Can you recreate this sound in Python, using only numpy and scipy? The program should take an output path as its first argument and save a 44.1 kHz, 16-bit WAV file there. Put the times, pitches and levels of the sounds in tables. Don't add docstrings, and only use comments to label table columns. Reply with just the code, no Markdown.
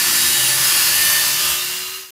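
import sys
import numpy as np
from scipy import signal
from scipy.fft import rfft, irfft
from scipy.io import wavfile
from scipy.ndimage import uniform_filter1d, map_coordinates

SR = 44100
rng = np.random.default_rng(int(sys.argv[2]) if len(sys.argv) > 2 else 0)


def wav_record(signal):
    frames = np.transpose(np.atleast_2d(signal))
    bounded = np.clip(frames, -1, 1)
    quanta = np.round(bounded * 32767).astype(np.int16)
    wavfile.write(sys.argv[1], SR, quanta)


def invert_db(level):
    return 10 ** (np.asarray(level, dtype=float) / 20)


N = 94197
T = np.arange(N) / SR
HZ = np.fft.rfftfreq(N, 1 / SR)

SLOTS = 4
GEAR = 43 / 9


def unit(x):
    return x / np.sqrt(np.mean(x ** 2) + 1e-20)


def along(points, hz):
    f, value = np.transpose(points)
    return np.interp(np.log(hz + 1), np.log(f + 1), value)


def curve(rows):
    return np.interp(T, *np.transpose(rows))


def wobble(rate):
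    coarse_s = np.arange(0, N / SR, .002)
    knots = rng.standard_normal(80)
    smooth = map_coordinates(knots, [coarse_s * np.clip(rate, .1, 35)])
    return np.interp(T, coarse_s, smooth)


def swell(middle_s, half_s):
    return np.exp(-((T - middle_s) / half_s) ** 4)


def resonance(center_hz, width_hz):
    return 1 / (1 + (2 * (HZ - center_hz) / width_hz) ** 2)


def tone(cycles, waver_db, flutter_db=2.15):
    slow_rate, quick_rate = 4.49, 22
    level_db = waver_db * wobble(slow_rate) + flutter_db * wobble(quick_rate)
    return np.sqrt(2) * np.sin(2 * np.pi * cycles) * invert_db(level_db)


def freed():
    free_s, width_s = 1.66, 0.22
    return .5 + .5 * np.tanh((T - free_s) / width_s)


def rush(spectrum):
    # center in Hz, width in Hz, boost in dB.
    disc = [(2796, 210, 5.5), (4025, 58, 6.5), (5060, 94, 9), (6000, 50, 6.5), (11700, 120, 3.5),
            (14800, 150, 2.5), (1030, 110, 4.5), (4480, 60, 6.5)]
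    patch_db = 1.02
    grains = signal.stft(rng.standard_normal(N), nperseg=512)[2]
    patches = uniform_filter1d(rng.standard_normal(grains.shape), 6, 0)
    patches = uniform_filter1d(patches, 14, 1)
    noise = signal.istft(grains * invert_db(patch_db * unit(patches)), nperseg=512)[1][:N]
    color_db = along([(15, -62)] + list(spectrum), HZ)
    ring_db = sum(db * resonance(center, width) for center, width, db in disc)
    return unit(irfft(rfft(noise) * invert_db(color_db + ring_db), N))


def dust(turns):
    # frequency in Hz, level in dB per Hz.
    in_wood = [(30, -12), (361, -14), (457, -19), (1500, -4), (2860, -4), (12100, -3), (15100, -5),
               (15750, -20)]
    # frequency in Hz, level in dB per Hz.
    in_air = [(30, -6), (300, -19), (480, -23), (1240, -6.5), (2800, -4.5), (12000, -6.5), (15100, -5.5),
              (15750, -21)]
    wood_db, air_db, surge_db = -2, -3, 0.57
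    turn_pulse = 0.083 * np.sin(2 * np.pi * turns)
    slot_pulse = 0.077 * np.sin(2 * np.pi * SLOTS * turns)
    free = freed()
    wood = invert_db(wood_db) * np.sqrt(1 - free) * rush(in_wood)
    air = invert_db(air_db) * np.sqrt(free) * rush(in_air)
    surge = invert_db(surge_db * (wobble(8.8) + wobble(17.73)))
    return (wood + air) * (1 + turn_pulse + slot_pulse) * surge


def blade(turns, phase):
    # frequency in Hz, level in dB.
    order_shape = [(60, -17), (300, -12.5), (900, -10.5), (2500, -0.5), (6500, 0), (10000, -7.5),
                   (13000, -2), (15800, -13)]
    slot_db, even_db, odd_db = -25, -33.5, -31
    mean_hz = turns[-1] * SR / N
    total = np.zeros(N)
    for order in range(1, len(phase)):
        if order % SLOTS == 0:
            level_db = slot_db
        else:
            level_db = odd_db if order % 2 else even_db
        level_db = level_db + along(order_shape, order * mean_hz)
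        total += invert_db(level_db) * tone(order * turns + phase[order], waver_db=3.5)
    return total


def motor(turns):
    multiples = [4, 9, 13, 26]
    # starting level in dB, change in dB from start to end.
    levels = [
        (-42, -6.5),
        (-40, 3),
        (-14.5, -3.5),
        (-16, -23),
    ]
    grow = np.arange(N) / N
    total = np.zeros(N)
    for multiple, (start_db, gain_db) in zip(multiples, levels):
        voice = tone(multiple * GEAR * turns, 0.69, flutter_db=2.0)
        total += invert_db(start_db + gain_db * grow) * voice
    return total


def shaft(turns):
    # time in seconds, level in dB.
    shaft_level = [(0, -43), (.85, -43.5), (1.02, -51), (1.3, -47.5), (1.42, -45), (1.6, -48), (1.85, -45),
                   (2.0, -48), (2.1, -57)]
    return invert_db(curve(shaft_level)) * tone(GEAR * turns, .3, flutter_db=1.2)


def singing(turns, phase):
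    singers = [24, 24, 26, 16, 36, 36, 40, 40, 40, 44, 44, 48, 52, 52, 60, 68, 68, 100, 104, 128, 128, 132,
               132, 136, 136, 140, 144, 144, 156, 16]
    # middle in seconds, half length in seconds, level in dB.
    swells = [(0.42, 0.49, -37), (1.08, .22, -29.5), (0.33, 0.61, -38), (1.49, 0.15, -37),
              (1.524, .12, -32.5), (1.96, 0.11, -41.5), (0.37, 0.085, -33), (1.066, 0.18, -33),
              (1.45, 0.14, -30.5), (0.47, 0.33, -35.5), (1.477, 0.096, -32.5), (1.23, 0.24, -37),
              (0.37, 0.17, -29.5), (1.9, 0.078, -37), (0.98, 0.29, -32.5), (0.096, .2, -30.5),
              (0.71, 0.15, -33), (.25, 0.33, -34), (0.31, .3, -37), (0.31, 0.2, -34.5), (1.12, 0.092, -31),
              (0.46, 0.27, -31), (1.06, 0.18, -32), (0.79, 0.35, -37), (1.2, 0.37, -36), (0.62, 0.16, -31),
              (0.69, 0.11, -28), (1.15, 0.12, -33), (1.12, 0.2, -31.5), (1.91, 0.16, -47.5)]
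    total = np.zeros(N)
    for order, (middle, half, db) in zip(singers, swells):
        beat = invert_db(2.5 * np.sin(2 * np.pi * (turns + rng.random())))
        voice = tone(order * turns + phase[order], .6)
        total += invert_db(db - 2.5) * swell(middle, half) * beat * voice
    return total


def board_hum():
    # pitch in Hz, middle in seconds, half length in seconds, level in dB.
    hums = [
        (129, 0.54, 0.15, -39),
        (235, .15, .2, -46),
        (146.7, 0.82, 0.86, -47.5),
        (66.3, 0.286, .06, -43.5),
        (65, 1, 0.097, -43.5),
        (65, 1.5, 0.061, -43),
        (595, 1.004, 0.16, -46),
        (180, 1.734, .12, -54.5),
        (4280, 1.736, 0.13, -43),
    ]
    total = np.zeros(N)
    for hz, middle, half, db in hums:
        total += invert_db(db) * swell(middle, half) * tone(hz * T, 1.0, flutter_db=0.9)
    return total


def rubbing():
    # center in Hz, width in Hz, middle in seconds, half length in seconds, level in dB.
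    rubs = [(1751, 11.4, .62, 1, -34), (9740, 1100, 0.32, 0.25, -25.5), (9700, 900, 0.495, 0.061, -24.5),
            (10150, 780, 0.93, .35, -29), (8400, 1200, 1.51, 0.029, -29), (2770, 530, 0.98, 0.094, -29),
            (3680, 60, 1.6, 0.037, -32), (11690, 16, 0.99, 0.19, -28), (2830, 91, 1.72, 0.26, -36.5),
            (5010, 30, 0.98, 0.3, -37), (830, 88, 0.77, 0.54, -47), (1717, 30, 1.09, 0.27, -35)]
    total = np.zeros(N)
    for center, width, middle, half, db in rubs:
        noise = rfft(rng.standard_normal(N))
        hiss = unit(irfft(noise * resonance(center, width), N))
        total += invert_db(db) * swell(middle, half) * hiss
    return total


def scene():
    # time in seconds, turns per second.
    speed = [(0, 73.3), (.17, 73.63), (.28, 73.42), (.39, 73.61), (.53, 73.52), (.66, 73.74), (.82, 73),
             (.9, 72.8), (1.0, 74.73), (1.14, 74.95), (1.27, 74.83), (1.42, 75.74), (1.55, 75.2), (1.8, 77),
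             (2.0, 79.5), (2.14, 77)]
    # time in seconds, level in dB.
    loudness = [(0, -16), (.03, -16), (.24, -15), (.36, -16.5), (.46, -16.5), (.58, -16), (.75, -15.5),
                (1.04, -15.5), (1.1, -15.5), (1.27, -15.5), (1.35, -18), (1.4, -18), (1.52, -17.5),
                (1.63, -21), (1.75, -22.5), (1.9, -27.5), (2.02, -32), (2.1, -40)]
    turns = np.cumsum(curve(speed)) / SR
    phase = rng.random(size=213)
    saw = invert_db(curve(loudness)) * (dust(turns) + blade(turns, phase) + motor(turns))
    saw = saw + shaft(turns) + singing(turns, phase) + board_hum() + rubbing()
    return np.array([saw, saw])


def low_pass(x):
    return signal.sosfilt(signal.butter(12, 16600, fs=SR, output="sos"), x)


def record(dry):
    low_hz, top_hz, end_s = 52, 15740, 2.1065
    keep = (HZ < top_hz) / (1 + (low_hz / (HZ + 1)) ** 6)
    band = irfft(rfft(dry) * keep, N)
    return low_pass(band * (T < end_s))


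dry = scene()
out = record(dry)
wav_record(out)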